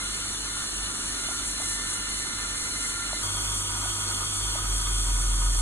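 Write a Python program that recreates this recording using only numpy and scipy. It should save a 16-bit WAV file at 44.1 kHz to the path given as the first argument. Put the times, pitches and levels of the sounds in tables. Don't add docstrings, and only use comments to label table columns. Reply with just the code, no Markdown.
import sys
import numpy as np
from scipy import signal
from scipy.fft import rfft, irfft
from scipy.io import wavfile

SR = 44100
rng = np.random.default_rng(int(sys.argv[2]) if len(sys.argv) > 2 else 0)


def transcribe(signal):
    frames = np.atleast_2d(signal).T
    limited = np.clip(frames, -1, 1)
    pcm = np.round(limited * 32767).astype(np.int16)
    wavfile.write(sys.argv[1], SR, pcm)


N = 247611
TIME = np.arange(N) / SR
FREQS = np.maximum(np.arange(N // 2 + 1) * SR / N, 1)


def from_db(db):
    return 10 ** (np.asarray(db) / 20)


def rms_one(x):
    return x / np.sqrt(np.mean(x ** 2) + 1e-20)


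def in_time(rows):
    seconds, *columns = np.transpose(rows)
    return [np.interp(TIME, seconds, column) for column in columns]


def over_hz(points, column=1):
    table = np.transpose(points)
    return np.interp(np.log(FREQS), np.log(table[0]), table[column])


def fade_in(start, length):
    return np.clip((TIME - start) / length, 0, 1)


def drift(rate):
    return rms_one(irfft(rfft(rng.standard_normal(N)) / (1 + (FREQS / rate) ** 2) ** 2, N))


def bend(pair, share):
    steps = np.arange(N)
    read_at = (steps + np.cumsum(share)) % N
    return np.array([np.interp(read_at, steps, side) for side in pair])


def fine_ripple(depth_db, spread_s):
    dying_noise = rng.standard_normal(N) * np.exp(-np.minimum(TIME / spread_s, 50))
    return depth_db * rms_one(rfft(dying_noise).real)


# frequency in Hz, correlation (0-1).
STEREO_LIKENESS = [(50, .999), (250, .93), (550, .62), (800, .42), (1500, .42), (2100, .4), (2500, .8),
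                   (2850, .8), (3250, .68), (3850, .44), (4350, .52), (4580, 1), (5550, 1), (5850, .74),
                   (6450, .58), (7200, .92), (7700, 1), (9400, .99), (10200, .62), (10750, .64), (11100, 1)]
# frequency in Hz, phase by which left leads in radians.
STEREO_LEAD = [(50, 0), (560, -.5), (1000, .3), (1850, .65), (2400, 3.1), (3200, 3.1), (3950, 1.9),
               (4580, 3.14), (5550, 3.14), (6200, 4.3), (7200, 6.2), (9400, 6.28), (10200, 7.1),
               (11100, 9.425)]


def stereo_noise(colour_db, lead):
    mid, side = rfft(rng.standard_normal((2, N)))
    alike = np.clip(over_hz(STEREO_LIKENESS), 0, 1)
    sign = np.array([[1], [-1]])
    pair = np.sqrt(1 + alike) * mid + sign * np.sqrt(1 - alike) * side
    pair = pair * np.exp(.5j * sign * lead)
    return irfft(pair * from_db(colour_db), N) * np.sqrt(SR) / 2


# frequency in Hz, density in dB relative to the room level.
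ROOM_COLOUR = [(20, -4), (45, 5), (80, 2), (125, -5.5), (200, 0), (320, 0), (400, -2.5), (520, -7.5),
               (900, -20.5), (3000, -22)]


def ventilation(level_db):
    return from_db(level_db) * stereo_noise(over_hz(ROOM_COLOUR), over_hz(STEREO_LEAD))


# pitch in Hz, level in dB relative to the swell.
HOLLOW_NOTES = [(257, -2.5), (287, -6)]
# start in seconds, swell level in dB at the top of the rise.
HOLLOW_RISES = [(0.85, -47.5), (2.6, -53.5)]
HOLLOW_BED_DB, HOLLOW_RISE_S, HOLLOW_FALL_DB_PER_S = -65.5, 0.13, 9.5


def hollow_hum(waver_rad):
    swell = from_db(HOLLOW_BED_DB)
    for start, db in HOLLOW_RISES:
        falling_s = np.maximum(TIME - start - HOLLOW_RISE_S, 0)
        rise = fade_in(start, HOLLOW_RISE_S)
        swell = np.maximum(swell, rise * from_db(db - HOLLOW_FALL_DB_PER_S * falling_s))
    tones = 0
    for hz, db in HOLLOW_NOTES:
        tones = tones + from_db(db) * np.sin(2 * np.pi * hz * TIME + waver_rad * drift(2.6))
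    return np.sqrt(2) * swell * tones


# pitch in Hz, rms level in dB before the jump, rms level in dB after it.
HUM_TONES = [(99.8, -52, -40.5), (144.7, -59.5, -55), (199.4, -58.5, -68.5), (298.6, -55.5, -63),
             (337, -61.5, -55)]


def hum(late, waver_rad):
    out = 0
    for hz, early_db, late_db in HUM_TONES:
        waver = waver_rad * (hz / HUM_TONES[0][0]) ** 2 * drift(20.0)
        phase = 2 * np.pi * (hz * TIME + rng.random()) + waver
        level_db = early_db + late * (late_db - early_db)
        out = out + np.sqrt(2) * np.sin(phase) * from_db(level_db)
    return out


PUMP_EARLY_DB, PUMP_LATE_DB = -42.5, -38
THROB_HZ, THROB_TROUGH_S, THROB_DEPTH = 2.98, .29, 0.7


def pump(late, hz, second_db, unsteady_db):
    swell = np.abs(np.sin(np.pi * THROB_HZ * (TIME - THROB_TROUGH_S)))
    throb = 1 - THROB_DEPTH * (1 - swell)
    level_db = PUMP_EARLY_DB + late * (PUMP_LATE_DB - PUMP_EARLY_DB) + unsteady_db * drift(7.4)
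    phase = 2 * np.pi * np.cumsum(hz + 0.1 * drift(1.6)) / SR
    first = from_db(level_db) * throb * np.sin(phase)
    second = from_db(second_db) * np.sin(2 * phase)
    return np.sqrt(2) * (first + second)


# time in seconds, pitch in Hz, rms level of the fundamental in dB.
DRONE_PATH = [(4.3, 46.1, -45), (4.52, 44, -39), (4.68, 44, -30), (4.87, 43.57, -28.5),
              (5.08, 42.37, -25.5), (5.61, 42, -23)]


def drone(second_db, third_db):
    hz, level_db = in_time(DRONE_PATH)
    phase = 2 * np.pi * np.cumsum(hz) / SR
    tone = np.sin(phase) + from_db(second_db) * np.sin(2 * phase) + from_db(third_db) * np.sin(3 * phase)
    return np.sqrt(2) * tone * from_db(level_db) * fade_in(DRONE_PATH[0][0], 0.058)


# time in seconds, level in dB, 2 dB above the mean whine,
# before the flicker.
WHINE_LEVEL = [(0, -52.5), (1.2, -55.5), (1.7, -48.5), (3.1, -52), (3.3, -66.5), (5.6, -56.5)]
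WHINE_HZ = 1786


def whine(waver_rad, wander_hz):
    level_db, = in_time(WHINE_LEVEL)
    hz = WHINE_HZ + wander_hz * drift(5.8)
    phase = 2 * np.pi * np.cumsum(hz) / SR + waver_rad * drift(27)
    return np.sqrt(2) * np.sin(phase) * from_db(level_db - 2 + 4 * drift(25))


# start in seconds, level in dB before the common gain,
# settled pitch in Hz, opening snap in dB relative to that level.
SALIVA_PLOPS = [(1.2875, -33, 644, -9), (1.314, -36, 745, -13), (1.6015, -34.5, 620, -8),
                (1.6203, -37.5, 720, -4), (3.131, -29.5, 600, -1.5), (3.857, -32.5, 690, -17),
                (4.5563, -30, 600, -14)]


def plops(gain_db, t60, sweep, sweep_s, snap_hz, snap_t60):
    out = np.zeros(N)
    t = TIME[:SR // 20]
    snap = from_db(-60 * t / snap_t60) * np.sin(2 * np.pi * snap_hz * t)
    for start, db, hz, snap_db in SALIVA_PLOPS:
        phase = 2 * np.pi * hz * (t + sweep * sweep_s * (1 - np.exp(-t / sweep_s)))
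        pocket = np.sin(phase) * (1 - np.exp(-t / 0.00077)) * from_db(-60 * t / t60)
        at = round(start * SR)
        out[at:at + len(t)] += (pocket + from_db(snap_db) * snap) * from_db(db + gain_db)
    return out


# pitch in Hz, width in Hz, dB per Hz at full draw before the jump,
# the same after it (both before the common gain), phase by which left leads in radians.
TIP_WHISTLES = [(1396, 19, -58, -78, 0.97), (2068, 22, -61, -84, 1.94), (4150, 80, -68.5, -92, 1.4)]
# time in seconds, level in dB; only the shortfall from its peak counts.
TIP_DRAW = [(0.0, -50.5), (1.1, -51), (1.7, -48), (2.4, -48.6), (2.85, -48), (3.25, -48.5)]
# centre in seconds, loss in dB.
TIP_CHOKES = [(0.38, 17), (0.75, 21), (1.06, 10), (1.53, 5)]
CHOKE_S = 0.06
HIGH_WHISTLE_LOSS = 0.8
WHISTLE_SHARP_PER_DB = .0035


def whistles(late, gain_db, flicker_db):
    draw_db, = in_time(TIP_DRAW)
    shortfall_db = draw_db.max() - draw_db
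    choke_db = sum(db * np.exp(-((TIME - s) / CHOKE_S) ** 2) for s, db in TIP_CHOKES)
    sharp = WHISTLE_SHARP_PER_DB * shortfall_db + 0.003 * drift(10)
    out = 0
    for k, (hz, width, early_db, late_db, lead) in enumerate(TIP_WHISTLES):
        shape_db = -20 * np.log10(1 + ((FREQS - hz) / width) ** 2)
        level_db = early_db + late * (late_db - early_db)
        level_db = level_db - shortfall_db - choke_db + flicker_db * drift(14)
        if k > 0:
            level_db = level_db - HIGH_WHISTLE_LOSS * shortfall_db
        out = out + bend(stereo_noise(shape_db, lead), sharp) * from_db(level_db)
    return out * from_db(gain_db)


# frequency in Hz, dB per Hz before resonances, ripple and gain.
AIR_RUSH = [(200, -83), (520, -83.5), (900, -78.5), (1300, -75), (1900, -81.5), (2500, -77), (3800, -75),
            (4400, -74.5), (5200, -128), (11500, -105)]
# centre in Hz, width in Hz, lift in dB.
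CAVITIES_EARLY = [(962, 160, 2.5), (1236, 150, 4), (1520, 280, 5), (1820, 140, 6), (2280, 70, 3),
                  (2420, 130, -3.5), (2950, 280, 8), (3220, 130, -5), (3500, 230, 5.5), (3800, 80, -2.5),
                  (4220, 300, 7)]
# centre in Hz, width in Hz, lift in dB.
CAVITIES_LATE = [(775, 60, 4), (955, 40, 11), (1143, 150, 6), (1258, 50, 11), (1458, 90, 10.5),
                 (2170, 130, 6), (2330, 110, -3), (2800, 120, -3), (2960, 120, 5), (3100, 70, -3),
                 (3260, 150, 10), (3520, 260, 8.5), (3950, 330, -9), (4440, 170, 9.5)]
FLICKER_FROM_HZ = (2200, 2650, 3100, 3700, 4200)
FLICKER_HZ, FLICKER_DB = 16, 1.2
MOUTH_WANDER, MOUTH_WANDER_HZ = .008, 9


def suction(cavities, gain_db, flutter_db):
    lifts_db = sum(db / (1 + (2 * (FREQS - hz) / width) ** 2) for hz, width, db in cavities)
    rush = stereo_noise(over_hz(AIR_RUSH) + lifts_db, over_hz(STEREO_LEAD))
    air = rfft(bend(rush, MOUTH_WANDER * drift(MOUTH_WANDER_HZ)))
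    band = np.searchsorted(FLICKER_FROM_HZ, FREQS)
    air = air * from_db((band > 0) * fine_ripple(2.2, spread_s=0.012))
    out = irfft(air * (band == 0), N) * from_db(flutter_db * drift(29))
    for k in range(len(FLICKER_FROM_HZ)):
        flicker = rms_one(from_db(FLICKER_DB * drift(FLICKER_HZ)))
        out = out + irfft(air * (band == k + 1), N) * flicker
    return out * from_db(gain_db)


# frequency in Hz, dB per Hz before the jump, dB per Hz after it,
# both before the fine ripple and the bites.
JET_COLOUR = [(3000, -100, -100), (4200, -84, -84), (4750, -76.6, -72), (5350, -73.8, -72.7),
              (5750, -69.6, -68.1), (6300, -71, -67.8), (6750, -71, -71.4), (7100, -70.5, -70.3),
              (7600, -72.8, -71), (8150, -68.5, -67.9), (8500, -70, -67.9), (8850, -71.9, -68.8),
              (9500, -69.8, -70.7), (10100, -71, -71.7), (10450, -71.3, -69.3), (10900, -75.3, -70.5),
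              (11700, -76.5, -71.8)]
# time in seconds, level in dB.
JET_LEVEL = [(0.0, -0.8), (0.8, -0.8), (1.0, 0), (3.15, -0.6), (3.3, -0.2)]
# start in seconds, length to the release in seconds, rise in dB.
BUR_BITES = [(0.932, 0.14, 1), (1.424, 0.075, 2.5), (1.595, 0.13, 3), (1.872, 0.071, 2.5),
             (2.07, 0.13, 1.3), (2.55, 0.08, 2), (2.792, 0.12, 2.5), (3.503, .08, 1.1), (4.314, 0.039, 1.5)]
BITE_ATTACK_S, BITE_RELEASE_S = 0.024, 0.044
JET_WANDER_DB = 0.58


def handpiece(late, gain_db, turn_hz, scrape_db, grit_db, low_share):
    bite_db = 0
    for start, length, db in BUR_BITES:
        press = fade_in(start, BITE_ATTACK_S) - fade_in(start + length, BITE_RELEASE_S)
        bite_db = bite_db + db * press
    level_db = JET_WANDER_DB * drift(9.9) + bite_db
    bite = np.clip((level_db - np.percentile(level_db, 10)) / 4, 0, 1)
    rate_hz = turn_hz * (1 - 0.068 * bite + 0.024 * drift(6.7))
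    turn = 2 * np.pi * np.cumsum(rate_hz) / SR
    rough_db = scrape_db * np.sin(turn) + grit_db * drift(260) + 0.7 * drift(41)
    cutting_db = level_db + bite * rough_db
    before, after = (
        stereo_noise(over_hz(JET_COLOUR, column) + fine_ripple(1.9, spread_s=0.02), over_hz(STEREO_LEAD))
        for column in (1, 2))
    jet = np.sqrt(1 - late) * before + np.sqrt(late) * after
    low = irfft(rfft(jet) / (1 + (FREQS / 6500) ** 10), N)
    high = jet - low
    slow_db, = in_time(JET_LEVEL)
    cut = low * from_db(low_share * cutting_db) + high * from_db(cutting_db)
    return from_db(gain_db + slow_db) * cut


JUMP_S = 3.228


def scene():
    late = fade_in(JUMP_S, 0.0003)
    room = ventilation(level_db=-73.5) + hollow_hum(waver_rad=0.64)
    machines = hum(late, waver_rad=0.062) + pump(late, hz=48.1, second_db=-65.5, unsteady_db=1.5)
    machines = machines + drone(second_db=-24, third_db=-40) + whine(waver_rad=0.8, wander_hz=2)
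    saliva = plops(gain_db=6, t60=0.02, sweep=0.93, sweep_s=0.00072, snap_hz=980, snap_t60=0.0056)
    early_air = suction(CAVITIES_EARLY, gain_db=0.13, flutter_db=1.2)
    late_air = suction(CAVITIES_LATE, gain_db=1.22, flutter_db=1.5)
    air = np.sqrt(1 - late) * early_air + np.sqrt(late) * late_air
    air = air * from_db(-1.5 * fade_in(4.5, 1.0))
    air = air + whistles(late, gain_db=0.1, flicker_db=1.5)
    grinding = handpiece(late, gain_db=0, turn_hz=235, scrape_db=0.7, grit_db=0.5, low_share=0.35)
    return room + machines + saliva + air + grinding


# frequency in Hz, left minus right in dB.
STEREO_TILT = [(50, -.2), (140, -.8), (340, -1.8), (800, -2.3), (2000, -1.2), (4700, 0), (11400, 0)]
CUTOFF_HZ = 11650


def record(dry):
    tilt_db = over_hz(STEREO_TILT) * np.array([[.5], [-.5]])
    coloured = irfft(rfft(dry) * from_db(tilt_db), N)
    top_cut = signal.ellip(12, .1, 80, CUTOFF_HZ, fs=SR, output="sos")
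    return signal.sosfilt(top_cut, coloured)


dry = scene()
out = record(dry)
transcribe(out)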